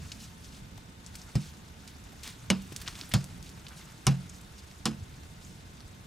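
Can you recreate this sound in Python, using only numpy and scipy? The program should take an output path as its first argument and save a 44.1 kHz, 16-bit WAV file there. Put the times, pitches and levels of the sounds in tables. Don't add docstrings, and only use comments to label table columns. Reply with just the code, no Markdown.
import sys
import numpy as np
from scipy import signal
from scipy.fft import rfft, irfft, next_fast_len
from scipy.io import wavfile
from scipy.ndimage import uniform_filter1d

SR = 44100
rng = np.random.default_rng(int(sys.argv[2]) if len(sys.argv) > 2 else 0)


def transcribe(signal):
    frames = np.atleast_2d(signal).T
    limited = np.clip(frames, -1, 1)
    pcm = np.round(limited * 32767).astype(np.int16)
    wavfile.write(sys.argv[1], SR, pcm)


N = 267290

# start_s, level_db
GUST_LEVEL = [(0.0, -44.5), (0.29, -49.5), (0.57, -47), (0.93, -50), (1.87, -50), (2.6, -49), (3.27, -46),
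              (3.75, -50.5), (4.27, -48), (4.67, -51.5), (4.94, -48.5), (6.06, -50)]
# frequency_hz, density_db
WIND_SPECTRUM = [(12, -51.5), (20, -18), (65, 2), (112, -2), (178, -2.5), (247, -9.5), (404, -19.5),
                 (441, -24), (700, -26.5), (910, -56), (1540, -120)]
# frequency_hz, density_db
HISS_SPECTRUM = [(180, -42), (300, -4), (817, -4), (903, -4), (965, -3.5), (3160, -10.5), (3550, -11),
                 (7030, -18), (13300, -25.5), (14900, -28.5), (16200, -44)]
HISS_DB = -58
# multiple of MOTOR_HZ, level_db
MOTOR_LINES = [(3, -71), (5, -75), (6, -70), (7, -75), (10, -73), (14, -75.5), (16, -80), (18, -77.5),
               (22, -101), (24, -70), (26, -78)]
MOTOR_HZ = 150

# start_s, level_db
SHOWER_LEVEL = [(0.0, -54), (0.89, -60), (1.28, -54.5), (1.64, -58), (2.58, -55.5), (2.97, -49.5),
                (3.46, -56.5), (3.76, -54.5), (4.0, -56), (6.06, -58.5)]
# frequency_hz, density_db
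SHOWER_SPECTRUM = [(350, -58), (600, -2), (1080, -4.5), (1290, -0.5), (2120, -4), (3250, -4), (6550, -3.5),
                   (13800, -12.5), (16000, -22.5)]
SHOWER_TICKS_PER_S = 150

# start_s, length_s, level_db, centre_hz
SPRAY_EVENTS = [(0.003, 0.2, -57, 5170), (0.194, 0.059, -48.5, 4900), (.43, 0.062, -56, 5130),
                (0.512, 0.073, -54.5, 4340), (1.168, 0.067, -57, 5770), (1.393, 0.09, -51.5, 4400),
                (1.87, 0.048, -55.5, 3570), (2.227, 0.075, -44, 3180), (2.86, 0.035, -45, 3050),
                (2.977, 0.053, -52, 3320), (3.436, 0.055, -53.5, 4500), (3.707, 0.028, -56, 1320),
                (3.757, 0.042, -52.5, 6160), (3.783, 0.044, -56.5, 2000), (4.333, 0.048, -55.5, 6500),
                (4.579, 0.021, -52, 5040), (5.391, 0.14, -57.5, 5600)]
SPRAY_SPREAD_HZ = 4800

# time_s, tick_db, centre_hz, spread_octaves, crumble_db (relative to the tick)
SHARD_EVENTS = [(0.118, -25.5, 4230, 0.77, -12), (0.4451, -37, 4950, .75, -11),
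                (0.776, -35.5, 4590, 1.7, -15), (1.064, -27.5, 6760, 0.55, -21),
                (1.1543, -25, 5500, 1.26, -14.5), (1.217, -31.5, 5610, .51, -19),
                (1.8766, -35.5, 4670, 0.92, -14), (2.0399, -40, 6790, .62, -16),
                (2.233, -31, 5300, 1.05, -10.5), (2.276, -24, 4290, 1.5, -20),
                (2.619, -35.5, 7360, .87, -13.5), (2.7225, -32, 2570, 2, -11.5),
                (2.7634, -15.5, 5940, .86, -20), (2.802, -38.5, 4730, 1.2, -6),
                (2.815, -34, 5200, 1.7, -7.5), (2.8778, -15, 3730, .9, -24.5),
                (2.9542, -27, 4000, .9, -19.5), (2.99, -31.5, 3340, 1.2, -11),
                (3.0129, -20, 4370, 0.58, -24), (3.0932, -30, 10590, .33, -18),
                (3.1164, -28.5, 3280, .97, -8), (3.1387, -11.5, 2570, 1.16, -31),
                (3.243, -21.5, 7600, 0.86, -25), (3.427, -38, 5460, 0.86, -12),
                (3.4924, -36, 5050, 1.02, -13.5), (3.6672, -30, 3570, .61, -18),
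                (3.684, -32, 5380, 0.91, -18), (4.295, -34.5, 6900, 0.47, -10.5),
                (4.4127, -36.5, 8640, 0.65, -16.5), (4.7133, -38, 3750, .72, -16),
                (5.4495, -38.5, 6800, 0.19, -15), (5.8057, -36, 4660, 0.45, -22)]
SHARD_PAN_DB, CRUMBLE_T60_S = 3.5, 0.057
CHIP_COUNT, CHIP_DB, CHIP_HZ, CHIP_OCTAVES, CHIP_CRUMBLE_DB = 24, -45.5, 5900, 0.79, -14

# time_s, level_db, pitch_hz, length_cycles
THUD_EVENTS = [(.782, -43.5, 800, 2), (2.133, -47, 710, 2.9), (2.723, -37.5, 330, 1.15),
               (2.885, -31, 1180, 1.7), (3.021, -38, 201, 0.61), (3.116, -40, 1990, 5.),
               (5.025, -35, 93, 2.5)]

# time_s, snap_db, snap_hz, boom_lag_s, pitch_factor and ring_time_factor
# (both set by the ice still on the panel), then drive_db of the deep, low, high, knock, clack and
BLOW_EVENTS = [(1.3549, -29, 800, 0.0012, 1.075, 0.69, -17, -21.5, -27, -32.5, -57, -40, -55),
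               (2.5022, -5.5, 5940, 0.0032, 1.04, 0.93, -29.5, -32, -20.5, -27.5, -35, -14.5, -41),
               (3.1384, -7.5, 10700, 0.00063, 1, 0.29, -25, -21, -24, -25.5, -24, -31, -49),
               (3.148, -36, 4000, 0.00026, 1.005, 0.75, -16, -18, -24, -32, -56, -52, -40),
               (4.0682, -4.5, 6630, 0.001, .995, 0.91, -21.5, -20.5, -33, -34, -25.5, -19.5, -62),
               (4.076, -28, 3030, 0.00076, 0.97, 1.14, -55, -15.5, -22.5, -31.5, -41, -38, -60),
               (4.8559, -8, 6700, 0.0026, 1.015, 1.29, -49, -30, -36, -27.5, -31.5, -36, -40)]
PANEL_MODES = {"deep": [(73.4, -2.5, 0.11), (120.5, 6.5, 0.12)], "low": [(140.2, -2, 0.31)],
               "high": [(184.2, -0.5, 0.32), (193.2, -2, 0.17)], "knock": [(216.2, 3, 0.2), (251, -1, 0.11),
               (283, -5.5, 0.16), (330, -2.5, 0.13), (474, -13.5, 0.15)], "clack": [(777, 0, 0.063),
               (1025, 0, 0.054), (1152, 1.5, 0.048), (1306, -2, 0.069)], "clang": [(2230, 1.5, 0.016),
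               (2980, -17, 0.048), (2914, -7, 0.059), (3280, -18, .04)]}
# pitch_hz, level_db, t60_s
WRENCH_MODES = [(4300, -1, 0.11), (4727, -2, 0.11), (5060, 0.5, 0.2), (5190, -10, .12)]
SWELL_CYCLES = 0.66
SNAP_CYCLES = 1.32
# frequency_hz, density_db
CRACKLE_SPECTRUM = [(240, -39), (400, 12), (580, -7), (800, -7), (1330, -5.5), (1850, -10.5), (2800, -5.5),
                    (3400, -7.5), (5200, -8.5), (9000, -11), (13100, -18), (16000, -41)]
# frequency_hz, t60_s
CRACKLE_DECAY = [(500, 0.14), (2000, 0.093), (5000, 0.076), (12000, 0.024)]
# frequency_hz, t60_s
TRICKLE_DECAY = [(500, 0.37), (2000, 0.33), (5000, 0.28), (12000, 0.16)]
CRACKLE_TILT_DB = 0.7
CRACK_COLOUR_DB = 3.5
CRACKLE_DB, CRACKLE_PER_SNAP = -21.5, 0.53

# frequency_hz, gain_db
TOWER_TONE = [(20, -8), (55, 2.5), (8500, -2), (11000, -4), (16000, -3.5)]
# frequency_hz, correlation
DIFFUSE_LIKENESS = [(60, 0.98), (120, 0.97), (240, 0.97), (480, 0.32), (950, -0.89), (1890, -0.33),
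                    (3770, 0.027), (7520, -2), (15000, -1.1)]
# frequency_hz, correlation
DIRECT_LIKENESS = [(60, 0.89), (400, 0.3), (1000, 0.98), (2400, 1), (6000, 0.92), (15000, 0.97)]
# frequency_hz, left_minus_right_db
PORT_LEVEL = [(60, -1.5), (130, -0.5), (290, -5), (640, -1), (1410, 0.0), (3100, 1.0), (6820, 0.5),
              (15000, 0)]
# frequency_hz, left_lead_rad
PORT_PHASE = [(20, -0.14), (340, -0.46), (600, 1), (2400, 0.31), (16000, 0.04)]
EDGE_HZ = 15800


def amp(db):
    return 10 ** (np.asarray(db) / 20)


def evened(x):
    return x / np.sqrt(np.mean(x ** 2) + 1e-20)


def read(points, hz):
    f, value = np.transpose(points)
    return np.interp(np.log(hz + 1), np.log(f + 1), value)


def along(curve):
    return np.interp(np.arange(N) / SR, *np.transpose(curve))


def add(mix, s, sound):
    part = mix[:, round(s * SR):][:, :sound.shape[-1]]
    part += sound[..., :part.shape[1]]


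def noise(samples, field_db, likeness, size):
    hz = np.fft.rfftfreq(size, 1 / SR)[:, None]
    t = np.arange(4 * samples // size + 5) * size / 4 / SR
    a, b, c, d = rng.standard_normal((len(t), len(hz), 4)).T
    left, independent = a + 1j * b, c + 1j * d
    same = np.clip(read(likeness, hz), -1, 1)
    right = same * left + np.sqrt(1 - same ** 2) * independent
    spectra = np.array([left, right]) * amp(field_db(hz, t))
    sound = signal.istft(spectra, nperseg=size, noverlap=3 * size // 4)[1]
    return evened(sound[:, :samples])


def patches(hz, t, wide, long):
    field = rng.standard_normal((len(t), len(hz))).T
    return evened(uniform_filter1d(uniform_filter1d(field, wide, 0), long, 1))


def bell(centre_hz, octaves):
    return lambda hz, t: -6 * (np.log2((hz + 50) / centre_hz) / max(octaves, .2)) ** 2 + 0 * t


def grainy(samples, depth_db, size):
    return amp(depth_db * evened(uniform_filter1d(rng.standard_normal(samples), size=size)))


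def tick(hz, cycles):
    u = np.arange(-3, 3, hz / SR / cycles * 2)
    return -np.exp(-u ** 2) * np.cos(np.pi * cycles * u + .6)


def strike(mix, s, gain, hz, cycles):
    pulse = tick(hz, max(cycles, .3))
    add(mix, s - len(pulse) / 2 / SR, gain * pulse)


def wind_rumble():
    field_db = lambda hz, t: read(WIND_SPECTRUM, hz) + 1.5 * patches(hz, t, 3, 4)
    return amp(along(GUST_LEVEL)) * noise(N, field_db, DIFFUSE_LIKENESS, size=2048)


def far_hiss():
    field_db = lambda hz, t: read(HISS_SPECTRUM, hz) + 0.4 * patches(hz, t, 14, 12)
    return amp(HISS_DB) * noise(N, field_db, DIFFUSE_LIKENESS, size=1024)


def motor_whine():
    turns = MOTOR_HZ * np.arange(N) / SR
    return sum(amp(db) * np.sin(2 * np.pi * (k * turns + rng.random())) for k, db in MOTOR_LINES)


def shower():
    def field_db(hz, t):
        overall = 1.1 * patches(hz[:1], t, 1, 5)
        by_band = 2.05 * patches(hz, t, 12, 8)
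        return read(SHOWER_SPECTRUM, hz) + overall + by_band

    crumbs = noise(N, field_db, DIRECT_LIKENESS, size=256)
    hits = rng.random(N) < SHOWER_TICKS_PER_S / SR
    size = amp(1.6 * np.minimum(rng.exponential(1, N), 4)) * hits
    kind = rng.integers(0, 8, N)
    ticks = sum(np.convolve(size * (kind == k), tick(hz, cycles=1.6), "same")
                for k, hz in enumerate(np.geomspace(3000, 10000, 8)))
    return amp(along(SHOWER_LEVEL)) * (crumbs + 0.13 * evened(ticks))


def sprays():
    out = np.zeros((2, N))
    for s, length, db, centre_hz in SPRAY_EVENTS:
        u = np.arange(0, 1.8, 1 / SR / length)
        shape = np.minimum(u / 0.19, 1) / np.sqrt(1 + u ** 8)
        hump = bell(centre_hz, min(SPRAY_SPREAD_HZ / centre_hz, 1.4))
        blotchy = lambda hz, t: hump(hz, t) + 2.9 * patches(hz, t, 7, 9)
        powder = grainy(len(u), 0.84, size=60) * noise(len(u), blotchy, DIRECT_LIKENESS, size=128)
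        add(out, s, amp(db) * shape * powder)
        for place, pitch, size in rng.random((16, 3)):
            tick_hz = centre_hz * 2 ** (.9 * pitch - .3)
            strike(out, s + place * length, amp(db + 9.8 * size), tick_hz, 1.3)
    return out


def shards():
    out, t = np.zeros((2, N)), np.arange(SR // 10) / SR
    chips = [(when * N / SR, CHIP_DB, CHIP_HZ * 2 ** (.7 * (pitch - .5)), CHIP_OCTAVES, CHIP_CRUMBLE_DB)
             for when, pitch in rng.random((CHIP_COUNT, 2))]
    for s, db, centre_hz, octaves, crumble_db in SHARD_EVENTS + chips:
        pan_db = SHARD_PAN_DB * rng.standard_normal()
        side = amp(db + np.array([[pan_db], [-pan_db]]) / 2)
        puff = noise(len(t), bell(centre_hz, octaves), DIRECT_LIKENESS, size=128)
        puff = puff * grainy(len(t), 4.55, size=50)
        decay = amp(crumble_db - 60 * t / CRUMBLE_T60_S)
        strike(out, max(s, .01), side, centre_hz, 0.89 / max(octaves, .2))
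        add(out, s, side * decay * puff * np.minimum(t / 0.00047, 1))
    return out


def thuds():
    out = np.zeros((2, N))
    for s, db, hz, cycles in THUD_EVENTS:
        strike(out, s, amp(db), hz, cycles)
    return out


def ring(modes, t, length=1, pitch=1):
    total = 0
    for hz, db, t60 in modes:
        swell = 1 - np.exp(-t * hz / SWELL_CYCLES)
        total = total + amp(db - 60 * t / (t60 * length)) * np.sin(2 * np.pi * hz * pitch * t) * swell
    return total


def fading(samples, t60s, size):
    def field_db(hz, t):
        bands = np.interp(hz, np.linspace(0, SR / 2, 60), rng.standard_normal(60))
        tilt = CRACKLE_TILT_DB * np.log2((hz + 50) / 3000)
        return read(CRACKLE_SPECTRUM, hz) + tilt - 60 * t / read(t60s, hz) + CRACK_COLOUR_DB * bands

    x = noise(samples, field_db, DIRECT_LIKENESS, size)
    return x / np.std(x[:, :SR // 100])


def blows():
    out, t = np.zeros((2, N)), np.arange(SR // 2) / SR
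    for s, snap_db, snap_hz, lag, pitch, length, *boom_db, clack_db, clang_db, wrench_db in BLOW_EVENTS:
        strike(out, s, amp(snap_db), snap_hz, SNAP_CYCLES)

        crackle_db = CRACKLE_DB + CRACKLE_PER_SNAP * snap_db
        burst = fading(len(t), CRACKLE_DECAY, size=128) * grainy(len(t), 0.56, size=40)
        trickle = fading(len(t), TRICKLE_DECAY, size=256) * grainy(len(t), 2.4, size=200)
        onset = np.minimum(t / 0.0002, 1)
        add(out, s - .0006, amp(crackle_db) * (burst + amp(-14) * trickle) * onset)

        boom = [amp(db) * ring(modes, t, length, pitch) for db, modes in zip(boom_db, PANEL_MODES.values())]
        add(out, s + lag, sum(boom))
        add(out, s, amp(clack_db) * ring(PANEL_MODES["clack"], t, length))
        add(out, s, amp(clang_db) * ring(PANEL_MODES["clang"], t, length))
        add(out, s, amp(wrench_db) * ring(WRENCH_MODES, t))
    return out


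def tone_shaped(tower):
    size = next_fast_len(N + 4096)
    gain = amp(read(TOWER_TONE, np.fft.rfftfreq(size, 1 / SR)))
    return irfft(rfft(tower, size) * gain, size)[:, :N]


def scene():
    background = wind_rumble() + far_hiss() + motor_whine()
    tower = shower() + sprays() + shards() + thuds() + blows()
    return background + tone_shaped(tower)


def record(dry):
    size = next_fast_len(N + 4096)
    hz = np.fft.rfftfreq(size, 1 / SR)
    half = amp(read(PORT_LEVEL, hz) / 2) * np.exp(.5j * read(PORT_PHASE, hz))
    ported = irfft(rfft(dry, size) * np.array([half, 1 / half]), size)[:, :N]
    lowpass = signal.firwin(255, EDGE_HZ, window=("kaiser", 9), fs=SR)
    return signal.oaconvolve(ported, lowpass[None], "same")


dry = scene()
out = record(dry)
transcribe(out)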